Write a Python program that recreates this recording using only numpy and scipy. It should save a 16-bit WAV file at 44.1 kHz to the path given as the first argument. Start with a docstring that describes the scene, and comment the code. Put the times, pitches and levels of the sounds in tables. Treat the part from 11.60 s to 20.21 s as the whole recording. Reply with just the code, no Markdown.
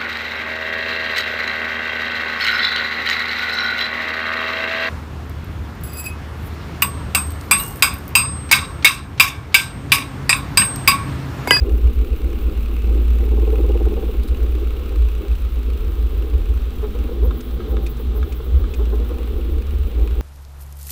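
"""Small printer on a light table

Close up, one stepper motor crawls through its steps: each step ticks into the housing, each four-step coil cycle
kicks the low table modes, and noise knocks rattle the frame. Air noise, motor hiss, a low hum and driver hiss
run on below. The carriage groans as sliding tones. Where the motor is slowest, ringing knocks, woody taps and
swooping breathy whistles stand apart."""
import sys
import numpy as np
from scipy import signal
from scipy.fft import rfft, irfft
from scipy.io import wavfile
from scipy.ndimage import uniform_filter1d

SR = 44100
rng = np.random.default_rng(int(sys.argv[2]) if len(sys.argv) > 2 else 0)


def persist_wave(psi):
    """Save psi, clipped to +-1, as 16-bit WAV."""
    counts = np.round(np.clip(psi, -1, 1) * 32767).astype(np.int16)
    wavfile.write(sys.argv[1], SR, np.atleast_2d(counts).T)


def decibels_to_gain(level_db):
    """Convert a level in decibels to a linear amplitude gain (20 dB per decade)."""
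    exponent = np.asarray(level_db, float) / 20
    return 10 ** exponent


N = 379701
SECONDS = np.arange(N) / SR
STEPS_A_CYCLE = 4  # full motor steps in one coil cycle


def curves(table):
    """Columns of a table, joined by straight lines in time."""
    s, *columns = np.transpose(table)
    return [np.interp(SECONDS, s, c) for c in columns]


def unit(x, span_s=None):
    """Scale to rms 1, overall or over a sliding span."""
    power = uniform_filter1d(x ** 2, int(span_s * SR)) if span_s else np.mean(x ** 2)
    return x / np.sqrt(power + 1e-12)


def resonate(x, modes):
    """Sum of resonances; neighbours swing in opposite sense."""
    out = 0
    for k, (hz, width, db) in enumerate(modes):
        b, a = signal.iirpeak(hz, hz / width, SR)
        out = out + (-1) ** k * decibels_to_gain(db) * signal.lfilter(b, a, x)
    return out


def hiss():
    """White noise, the raw material of every breath and scrape."""
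    return rng.standard_normal(N)


def noise(colour):
    """Noise shaped by (frequency [Hz], density [dB]) points, scaled to rms 1."""
    hz, db = np.transpose(colour)
    f = np.arange(N // 2 + 1) * SR / N + 1
    gain = decibels_to_gain(np.interp(np.log(f), np.log(hz), db))
    return unit(irfft(rfft(hiss()) * gain, N))


def walk(rate):
    """Random levels held 1 / rate s and slewed twice."""
    k = int(SR / rate)
    held = np.repeat(rng.standard_normal(N // k + 1), k)
    return uniform_filter1d(uniform_filter1d(held, k), k)[:N]


def swell(age):
    """Rise to 1 at age 1, then a somewhat slower fall."""
    return (age * np.exp(1 - age)) ** 2


def swells(rows):
    """Envelope of short swells from (start [s], level [dB], rise [s]) rows."""
    return sum(decibels_to_gain(db) * swell(np.clip((SECONDS - s) / rise, 0, None)) for s, db, rise in rows)


# motor speed: (time [s], speed [full steps per s])
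SPEED = [(0.0, 32.85), (1.0, 36.95), (1.45, 38.49), (1.9, 37.5), (2.4, 35.29), (3.1, 32.45), (4.2, 27.45),
         (5.1, 24.15), (5.481, 23.35), (5.501, 8.6), (6.7, 8.8), (7.13, 10.03), (7.15, 17.38), (7.4, 21.34),
         (8.0, 23.6), (8.61, 25.9)]


def speed():
    """Motor speed in full steps per second."""
    return curves(SPEED)[0]


def travel():
    """Full steps covered so far, starting 0.9 step into a cycle."""
    return 0.9 + np.cumsum(speed()) / SR


def crawl():
    """1 while the motor crawls below 11 steps per s, 0 when it runs above 17."""
    return np.interp(speed(), [11, 17], [1, 0])


def crawl_swing(db, place):
    """Level swing locked to the coil cycle, present only while the cycle is slow."""
    return db * crawl() * np.cos(2 * np.pi * (travel() - place) / STEPS_A_CYCLE)


def each_cycle(places, sizes, scatter_db, jitter):
    """An impulse whenever the motor passes one of the places in its coil cycle."""
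    steps = travel()
    cycles = np.arange(0, steps[-1] + STEPS_A_CYCLE, STEPS_A_CYCLE)[:, None]
    chance = rng.standard_normal((len(cycles), len(places), 2))
    at = (cycles + places + jitter * chance[..., 0]).ravel()
    size = (sizes * decibels_to_gain(scatter_db * chance[..., 1])).ravel()
    inside = (at > steps[0]) & (at < steps[-1])
    out = np.zeros(N)
    np.add.at(out, np.searchsorted(steps, at[inside]), size[inside])
    return out


# colour of the broad air noise: (frequency [Hz], relative density [dB])
AIR_COLOUR = [(53, -3), (90, -11), (119, -11.5), (151, -27), (214, -14.5), (359, -24), (426, -16),
              (685, -34), (780, -29), (907, -32), (1250, -26.5), (1730, -36), (3610, -36.5), (7060, -60.5),
              (15700, -47)]
# hiss bands, motor hiss around 2.5 kHz, then upper air band: (frequency [Hz], width [Hz], relative level [dB])
MOTOR_HISS = [(2173, 145, 0), (2340, 140, 2.5), (2650, 126, 5), (3030, 380, -6.5)]
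UPPER_AIR = [(3236, 670, -2), (3644, 180, 0.5), (3840, 176, -2.5)]
# upper air band: (time [s], level [dB])
UPPER_AIR_LEVEL = [(0, -63), (1.2, -56), (4, -55), (4.9, -55.5), (5.6, -54.5), (7.1, -54), (8.6, -57)]
# thin bands of air noise: (frequency [Hz], width [Hz], relative level [dB])
GRILLE = [(4940, 71, -57), (5470, 12, -42.5), (5970, 21, -46), (7900, 720, -48)]
# bearing whines, centre of their drift: (frequency [Hz], mean level [dB])
WHINE = [(3572, -72), (3877, -72), (4038, -73), (4191, -74)]


def air_and_motor_hiss():
    """Steady air noise that flickers a little, with motor hiss, an upper air band and thin bearing whines."""
    air = noise(AIR_COLOUR) * decibels_to_gain(-33 + 0.75 * walk(20))
    # the motor hiss grows with motor speed, in dB per step per s
    motor_db = -67.5 + 0.3947 * speed() + 1.8 * walk(15)
    motor_hiss = unit(resonate(hiss(), MOTOR_HISS)) * decibels_to_gain(motor_db)
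    upper_air = unit(resonate(hiss(), UPPER_AIR)) * decibels_to_gain(curves(UPPER_AIR_LEVEL)[0])
    grille = resonate(resonate(hiss(), GRILLE), [(6100, 1440, 0)]) * decibels_to_gain(1.6 * walk(1.9))
    drift = np.cumsum(1 + 0.00059 * walk(2.1)) / SR  # all whines drift together
    whine = 0
    for hz, db in WHINE:
        whine = whine + np.sqrt(2) * decibels_to_gain(db + 3 * walk(1.5)) * np.sin(2 * np.pi * hz * drift)
    return air + motor_hiss + upper_air + grille + whine


def hum():
    """A narrow, unsteady low tone of filtered noise, stronger while the motor crawls."""
    settle_s = 0.69
    db = -53 + 10.5 * uniform_filter1d(crawl(), int(settle_s * SR))
    tone = resonate(resonate(hiss(), [(130.5, 12.0, 0)]), [(128, 27, 0)])
    return decibels_to_gain(db + 3.7 * walk(12)) * unit(tone)


# driver hiss colour, then burst colour: (frequency [Hz], relative density [dB])
HISS_COLOUR = [(6000, -22), (10000, -5.5), (11500, -7.5), (12300, 0), (13200, -1), (14200, -1), (15200, 12),
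               (15800, -6)]
BURST_COLOUR = [(10500, -8), (12000, -11), (13500, 4), (15000, 6.5), (15700, -4), (16000, -40)]
# hiss bursts of one coil cycle: (place [steps], relative level [dB])
BURSTS = [(.17, -47), (1.04, -45), (2.44, -43), (3.63, -44.5)]


def driver():
    """The coils hiss at the top of hearing, with faint bursts at four places of the cycle at speed."""
    bed_db = -55.5 - 0.5 * crawl() + crawl_swing(3, 0.6) + 3.0 * walk(30)
    bed = noise(HISS_COLOUR) * decibels_to_gain(bed_db)
    places, db = np.transpose(BURSTS)
    starts = each_cycle(places, decibels_to_gain(db), scatter_db=0.5, jitter=0.041)
    starts = starts * decibels_to_gain(-13.5) * (1 - crawl())
    rise_s = 0.016
    shape = swell(np.arange(SR // 8) / SR / rise_s)
    bursts = noise(BURST_COLOUR) * signal.fftconvolve(starts, shape)[:N]
    return bed + bursts * decibels_to_gain(3.4 * walk(150))


# dips of the driver whistle: (time of lowest pitch [s], level [dB], lowest frequency [Hz])
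DIPS = [(5.655, -47, 12500), (5.785, -47, 13600), (5.85, -51, 13300), (5.943, -49, 14300),
        (6.11, -47, 13200), (6.24, -51, 12400), (6.305, -45, 13700), (6.402, -46, 14500),
        (6.572, -48, 12500), (6.70, -50, 13300), (6.765, -48, 13800), (6.855, -47, 14500),
        (7.0, -47, 14900), (7.115, -55, 12600), (7.178, -48, 14200)]


def dips():
    """A breathy driver whistle swoops down from the top of hearing and back, with hiss above it."""
    sweep_hz_per_s, spread_s, above_db = 220000, 0.027, 5
    breath_filter = signal.butter(4, 550, fs=SR, output="sos")  # breath reaches 550 Hz either side of the pitch
    out = np.zeros(N)
    age = np.arange(-SR // 16, SR // 16) / SR
    for s, db, low_hz in DIPS:
        chance = rng.standard_normal((2, len(age)))
        hz = np.minimum(low_hz + sweep_hz_per_s * np.abs(age), 19000)
        breath = unit(signal.sosfilt(breath_filter, chance[0]))
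        whistle = breath * np.sin(2 * np.pi * np.cumsum(hz) / SR)
        above_filter = signal.butter(4, low_hz + 600, "high", fs=SR, output="sos")
        above = unit(signal.sosfilt(above_filter, chance[1]))
        i = int((s + age[0]) * SR)
        envelope = decibels_to_gain(db) * np.exp(-(age / spread_s) ** 2)
        out[i:i + len(age)] += envelope * (whistle + decibels_to_gain(above_db) * above)
    return out


# dry crackles: (start [s], relative level [dB], rise [s])
CRACKLES = [(2.631, -34, 0.005), (2.673, -35.5, 0.009), (3.718, -44, 0.008)]


def crackles():
    """Brief sputters of dry treble: swelling noise with a fast random flutter."""
    grit = noise([(2500, -15), (4000, 1.5), (6000, -14), (9000, -9), (14000, -12)])
    return swells(CRACKLES) * grit * decibels_to_gain(-7.0 + 3 * walk(540))


# groans of the carriage: (start [s], level [dB], rise [s], start pitch [Hz], top pitch [Hz])
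GROANS = [(5.222, -23.5, 0.018, 395, 434), (5.345, -27.5, 0.013, 396, 485), (5.485, -27.5, 0.008, 440, 488),
          (5.511, -29.5, .009, 440, 490), (5.617, -26.5, 0.03, 300, 512), (6.0, -35, 0.012, 307, 370),
          (6.066, -31.5, 0.033, 400, 500), (6.395, -26.5, 0.0062, 420, 460), (6.54, -28.5, 0.025, 370, 441),
          (6.8, -26, 0.0048, 394, 457), (7.179, -27, 0.0264, 221, 434), (7.318, -25.5, 0.017, 317.5, 434),
          (7.39, -31.5, 0.018, 301, 507), (7.491, -27, 0.018, 290, 507), (7.577, -29.5, 0.021, 335, 494)]


def groans():
    """Stick-slip on the rods: a tone and its overtones arch up and sink again, with a dry scrape."""
    dry_band = resonate(resonate(hiss(), [(1170, 530, 0)]), [(1170, 1400, 0)])
    scrape = decibels_to_gain(-24) * unit(dry_band) + decibels_to_gain(-18.5) * unit(resonate(hiss(), FRAME_UPPER))
    out = 0
    for s, db, rise, start_hz, top_hz in GROANS:
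        arch = np.sin(np.clip((SECONDS - s) / rise, 0, np.pi))
        hz = start_hz + (top_hz - start_hz) * arch
        phase = 2 * np.pi * np.cumsum(hz * (1 + 0.01964 * walk(150))) / SR
        tone = np.sin(phase) + 0.1 * np.sin(2 * phase) + 0.04 * np.sin(3 * phase)
        out = out + swells([(s, db, rise)]) * decibels_to_gain(2.5 * walk(80)) * (tone + scrape)
    return out


# growl spells near top speed: (start [s], end [s], level [dB])
GROWL = [(1.62, 2.52, -25), (2.72, 3.085, -38)]


def growling():
    """Envelope of the growl: soft edges around each hold."""
    edge_s = 0.2
    out = 0
    for start, end, db in GROWL:
        inside = np.minimum(SECONDS - start, end - SECONDS)
        out = out + decibels_to_gain(db) * np.clip(inside / edge_s + 0.5, 0, 1) ** 2
    return out


def growl():
    """At speed the rods groan on every second step: the pitch arches up as the slide is quickest."""
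    arch = np.cos(np.pi * (travel() - 1.35))
    hz = (380 + 75 * arch) * (1 + 0.03 * walk(120))
    phase = 2 * np.pi * np.cumsum(hz) / SR
    tone = np.sin(phase) + 0.12 * np.sin(2 * phase)
    return growling() * decibels_to_gain(6.5 * (arch - 1) + 1.5 * walk(40)) * tone


def blows(rows, modes, rasp_hz, rasp_width_hz, rasp_db, rasp_top_s):
    """Single blows: the modes ring a little differently each time, under a short rasp of noise."""
    out = np.zeros(N)
    age = np.arange(SR // 6) / SR
    rasp_band = [(rasp_hz, rasp_width_hz, 0)]
    for s, db, ring_db in rows:
        chance = rng.standard_normal((4, len(age)))
        ring = 0
        for k, (hz, t60, mode_db) in enumerate(modes):
            decay = decibels_to_gain(mode_db + 2.1 * chance[2, k]) * np.exp(-np.log(1000) * age / t60)
            mode_hz = hz * (1 + 0.013 * chance[0, k])
            ring = ring + decay * np.sin(2 * np.pi * mode_hz * age + 2 * chance[3, k])
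        ring = decibels_to_gain(ring_db) * ring / np.abs(ring).max()
        rasp = unit(resonate(resonate(chance[1], rasp_band), rasp_band))
        rasp = decibels_to_gain(rasp_db) * swell(age / rasp_top_s) * rasp
        onset = np.minimum(age / 0.0008, 1)
        i = int(s * SR)
        out[i:i + len(age)] += decibels_to_gain(db) * (ring + rasp) * onset
    return out


# woody taps: (start [s], level [dB], ring re that level [dB])
TAPS = [(5.7086, -33, 7), (6.0027, -35, 4), (6.1669, -26, -1.5), (6.6278, -28.5, 3), (7.0399, -35.5, 6)]
# what a tap rings with, before its scatter: (frequency [Hz], t60 [s], relative level [dB])
TAP_RING = [(1077, 0.046, -2), (1260, 0.042, 3), (1410, 0.05, -1), (1636, 0.077, -6), (2250, 0.053, -10),
            (3600, .035, -5)]


def taps():
    """Woody taps of the crawling motor: low modes under a quick rasp."""
    return blows(TAPS, TAP_RING, rasp_hz=2000, rasp_width_hz=2600, rasp_db=-13, rasp_top_s=0.0025)


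# knocks as the slow motor steps: (start [s], level [dB], ring re that level [dB])
KNOCKS = [(5.8042, -30, -7), (5.906, -40, -10), (6.262, -28, -1), (6.366, -37, -14), (6.7211, -31.5, -2),
          (7.137, -28.5, -1.5)]
# what a knock rings with, before its scatter: (frequency [Hz], t60 [s], relative level [dB])
KNOCK_RING = [(2090, .045, -4), (2234, .06, -5), (2410, .05, -3), (2480, 0.075, 0.5), (2570, .04, -1),
              (2950, 0.04, -4), (3540, .035, -3), (7700, .04, -14)]


def knocks():
    """Bright knocks of the crawling motor: high modes under a wide rasp."""
    return blows(KNOCKS, KNOCK_RING, rasp_hz=2600, rasp_width_hz=8500, rasp_db=-11, rasp_top_s=0.005)


# ticks of one coil cycle: (place [steps], relative level [dB])
TICKS = [(0.01, -35.5), (0.919, -38), (1.969, -35.5), (2.876, -37)]
# housing ring of a tick, then its treble: (frequency [Hz], width [Hz], relative level [dB])
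HOUSING = [(1235, 300, 4.5), (2520, 104, 8), (2833, 64, 9)]
TICK_EDGE = [(3980, 750, -4.5), (6030, 1130, -11), (7680, 680, -9), (11340, 2900, -12)]


def ticks():
    """Each full step snaps: a click and a brief noise tail into the motor housing, which rings more at speed."""
    places, db = np.transpose(TICKS)
    snaps = each_cycle(places, decibels_to_gain(db), scatter_db=2.0, jitter=0.03)
    snaps = snaps * decibels_to_gain(3.5 - 8 * crawl())  # softer while crawling
    decay_s = 0.0029
    tail = signal.lfilter([1], [1, -np.exp(-1 / (decay_s * SR))], snaps)
    snap = decibels_to_gain(13) * snaps + tail * hiss()  # clean edge above the noisy tail
    ring_db = 0.16 * (speed() - 27.5)
    return resonate(snap * decibels_to_gain(ring_db), HOUSING) - resonate(snap, TICK_EDGE)


# frame rattle: (time [s], rattle [dB], lower modes re rattle [dB], upper modes re rattle [dB])
RATTLE = [(0, -34, -3.5, -16), (.5, -38.5, -1, -19), (.75, -34.5, -4, -18.5), (1.1, -37.5, -1.5, -17),
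          (1.6, -34, 0.5, -16.5), (1.95, -26, -12.5, -18), (2.4, -30.5, -5.5, -13), (2.62, -37.5, -1, -16),
          (2.8, -33, -10, -18), (3.4, -40, -8, -17), (4, -39.5, -4, -19.5), (5.1, -37.5, -4.5, -19),
          (5.6, -35.5, -2, -17.5), (6.3, -36, -3, -14), (7.05, -40, -0.5, -17.5), (7.4, -33, -4.5, -13.5),
          (7.9, -37.5, -4, -22), (8.6, -35.5, -5.5, -14.5)]
# lower, middle and upper frame modes: (frequency [Hz], width [Hz], relative level [dB])
FRAME_LOWER = [(199.4, 12.7, -4), (244.2, 9.8, -0.5)]
FRAME_MIDDLE = [(305.5, 24.5, -2), (345.6, 14, 0.5), (390.5, 18, -2), (425.7, 16, 1), (487.5, 38, -6)]
FRAME_UPPER = [(594, 51, -5), (785.5, 27, -5), (1058, 26, -5), (1430, 200, -26)]


def frame():
    """Loose parts chatter in dense uneven knocks; the middle and upper modes throb twice a coil cycle."""
    rattle_db, lower_db, upper_db = curves(RATTLE)
    hits = rng.random(N) < 2000 / SR  # about 2000 a second
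    grains = hits * decibels_to_gain(2.0 * rng.exponential(size=N)) * hiss()
    locked = growling() / growling().max()  # the growl steadies the chatter and deepens its throb
    depth_db = 0.4 + 7 * locked
    throbs = grains * decibels_to_gain(depth_db * np.cos(np.pi * (travel() - 1.1)))
    edges = signal.butter(3, [180, 540], "band", fs=SR, output="sos")
    lower = unit(signal.sosfilt(edges, resonate(grains, FRAME_LOWER)), 0.14)
    middle = unit(signal.sosfilt(edges, resonate(throbs, FRAME_MIDDLE)), 0.101)
    upper = unit(resonate(resonate(throbs, FRAME_UPPER), [(790, 310, 0)]), 0.49)
    swing_db = crawl_swing(2.5, 2.93) + 4.34 * walk(16) * (1 - locked)
    throbbing = decibels_to_gain(swing_db) * (middle + decibels_to_gain(upper_db) * upper)
    return decibels_to_gain(rattle_db) * (throbbing + decibels_to_gain(lower_db + 2.16 * walk(10)) * lower)


# table shake, before its slow swing: (time [s], level [dB])
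SHAKE = [(0.0, -8.5), (0.09, -19.5), (0.14, -8), (0.19, -24.5), (0.26, -2), (0.31, -25.5), (0.38, -9),
         (0.45, -24.5), (0.5, -11.5), (0.6, -31), (0.67, -14), (0.79, -27), (0.84, -16.5), (1.22, -20),
         (1.25, -12.5), (2.3, -14), (2.35, -21), (2.82, -15.5), (3.31, -21.5), (3.4, -10.5), (3.64, -25.5),
         (3.74, -14.5), (3.78, -19), (4.58, -16.5), (4.69, -22.5), (4.74, -14), (5.05, -17), (5.1, -28),
         (5.25, -17), (5.31, -26), (5.41, -17), (5.51, -22.5), (5.68, -12.5), (5.8, -32.5), (5.94, -18.5),
         (6.44, -23.5), (6.49, -6), (6.54, -23), (6.61, -16.5), (6.82, -26.5), (6.95, -8), (7.14, -28),
         (7.21, -13.5), (7.69, -23), (7.76, -13.5), (7.81, -23.5), (7.97, -13), (8.05, -27), (8.09, -18),
         (8.29, -15.5), (8.31, -27.5), (8.43, -9.5), (8.5, -20), (8.6, -14.5)]
# modes of the table top: (frequency [Hz], width [Hz], relative level [dB])
TABLE_TOP = [(33.7, 5.4, -9), (44.4, 17.2, -7.5), (52.2, 4.4, 3), (56.48, 4.55, 9), (63.5, 7, 0),
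             (70.4, 3.37, 1), (75.9, 8.7, -10.5)]
# legs rocking: (frequency [Hz], width [Hz], relative level [dB])
SWAY = [(17.8, 3.1, -40)]
# unevenness of the pull over one coil cycle, its last level held above:
# (multiple of the cycle rate [1], relative level [dB])
PULL = [(2, 19), (3, 15), (4, 3), (5, 7.5), (6, 8.5), (7, 7), (8, 4), (9, 4), (10, -1.5), (11, 3), (12, 7),
        (14, -0.5)]
# loose shaking against the locked: (motor speed [steps per s], relative level [dB])
LOOSE_SHARE = [(10, 8), (20, -2), (30, -5), (33, -10), (36, -11)]


def table():
    """The uneven pull of the coils, plus loose shaking, rings the table top and rocks its legs."""
    jolt_place = -0.5196  # steps into the cycle at which the low multiples line up
    turn = 2 * np.pi * (travel() - jolt_place) / STEPS_A_CYCLE
    multiples = np.arange(2, 41)
    lag = 0.3 * np.clip(multiples - 6, 0, None) ** 2  # high multiples spread over the cycle, not one thump
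    pull_db = np.interp(multiples, *np.transpose(PULL))
    pull = sum(decibels_to_gain(db) * np.cos(k * turn - a) for k, a, db in zip(multiples, lag, pull_db))
    # the top follows neither slow nor fast shaking
    top = signal.butter(4, [34, 84], "band", fs=SR, output="sos")
    locked = unit(signal.sosfilt(top, resonate(pull, TABLE_TOP)), 0.14)
    loose = resonate(resonate(hiss(), TABLE_TOP[1:]), [(59.6, 86, 0)])
    loose = unit(signal.sosfilt(top, loose))
    loose_db = np.interp(speed(), *np.transpose(LOOSE_SHARE))
    shaking = unit(locked + decibels_to_gain(loose_db) * loose, 0.2)
    shake_db = curves(SHAKE)[0] + crawl_swing(-3, 5.3)
    rocking = resonate(resonate(pull, SWAY), [(7.0, 14.0, 0)])
    return decibels_to_gain(shake_db) * shaking + rocking


def scene():
    """Everything reaches the one microphone from close by."""
    background = air_and_motor_hiss() + hum() + driver() + dips() + crackles()
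    carriage = groans() + growl()
    motor = taps() + knocks() + ticks()
    return (background + carriage + motor + frame() + table())[None]


def roll_off(x):
    """The treble ends steeply here."""
    return signal.sosfilt(signal.butter(12, 17070, fs=SR, output="sos"), x)


def record(dry):
    """The microphone drops the deepest bass, and a steep filter cuts the top."""
    foot = signal.butter(2, 11, "high", fs=SR, output="sos")
    top = signal.ellip(10, 0.3, 70, 15700, fs=SR, output="sos")
    mix = signal.sosfilt(np.vstack([foot, top]), dry)
    return roll_off(mix)


dry = scene()
out = record(dry)
persist_wave(out)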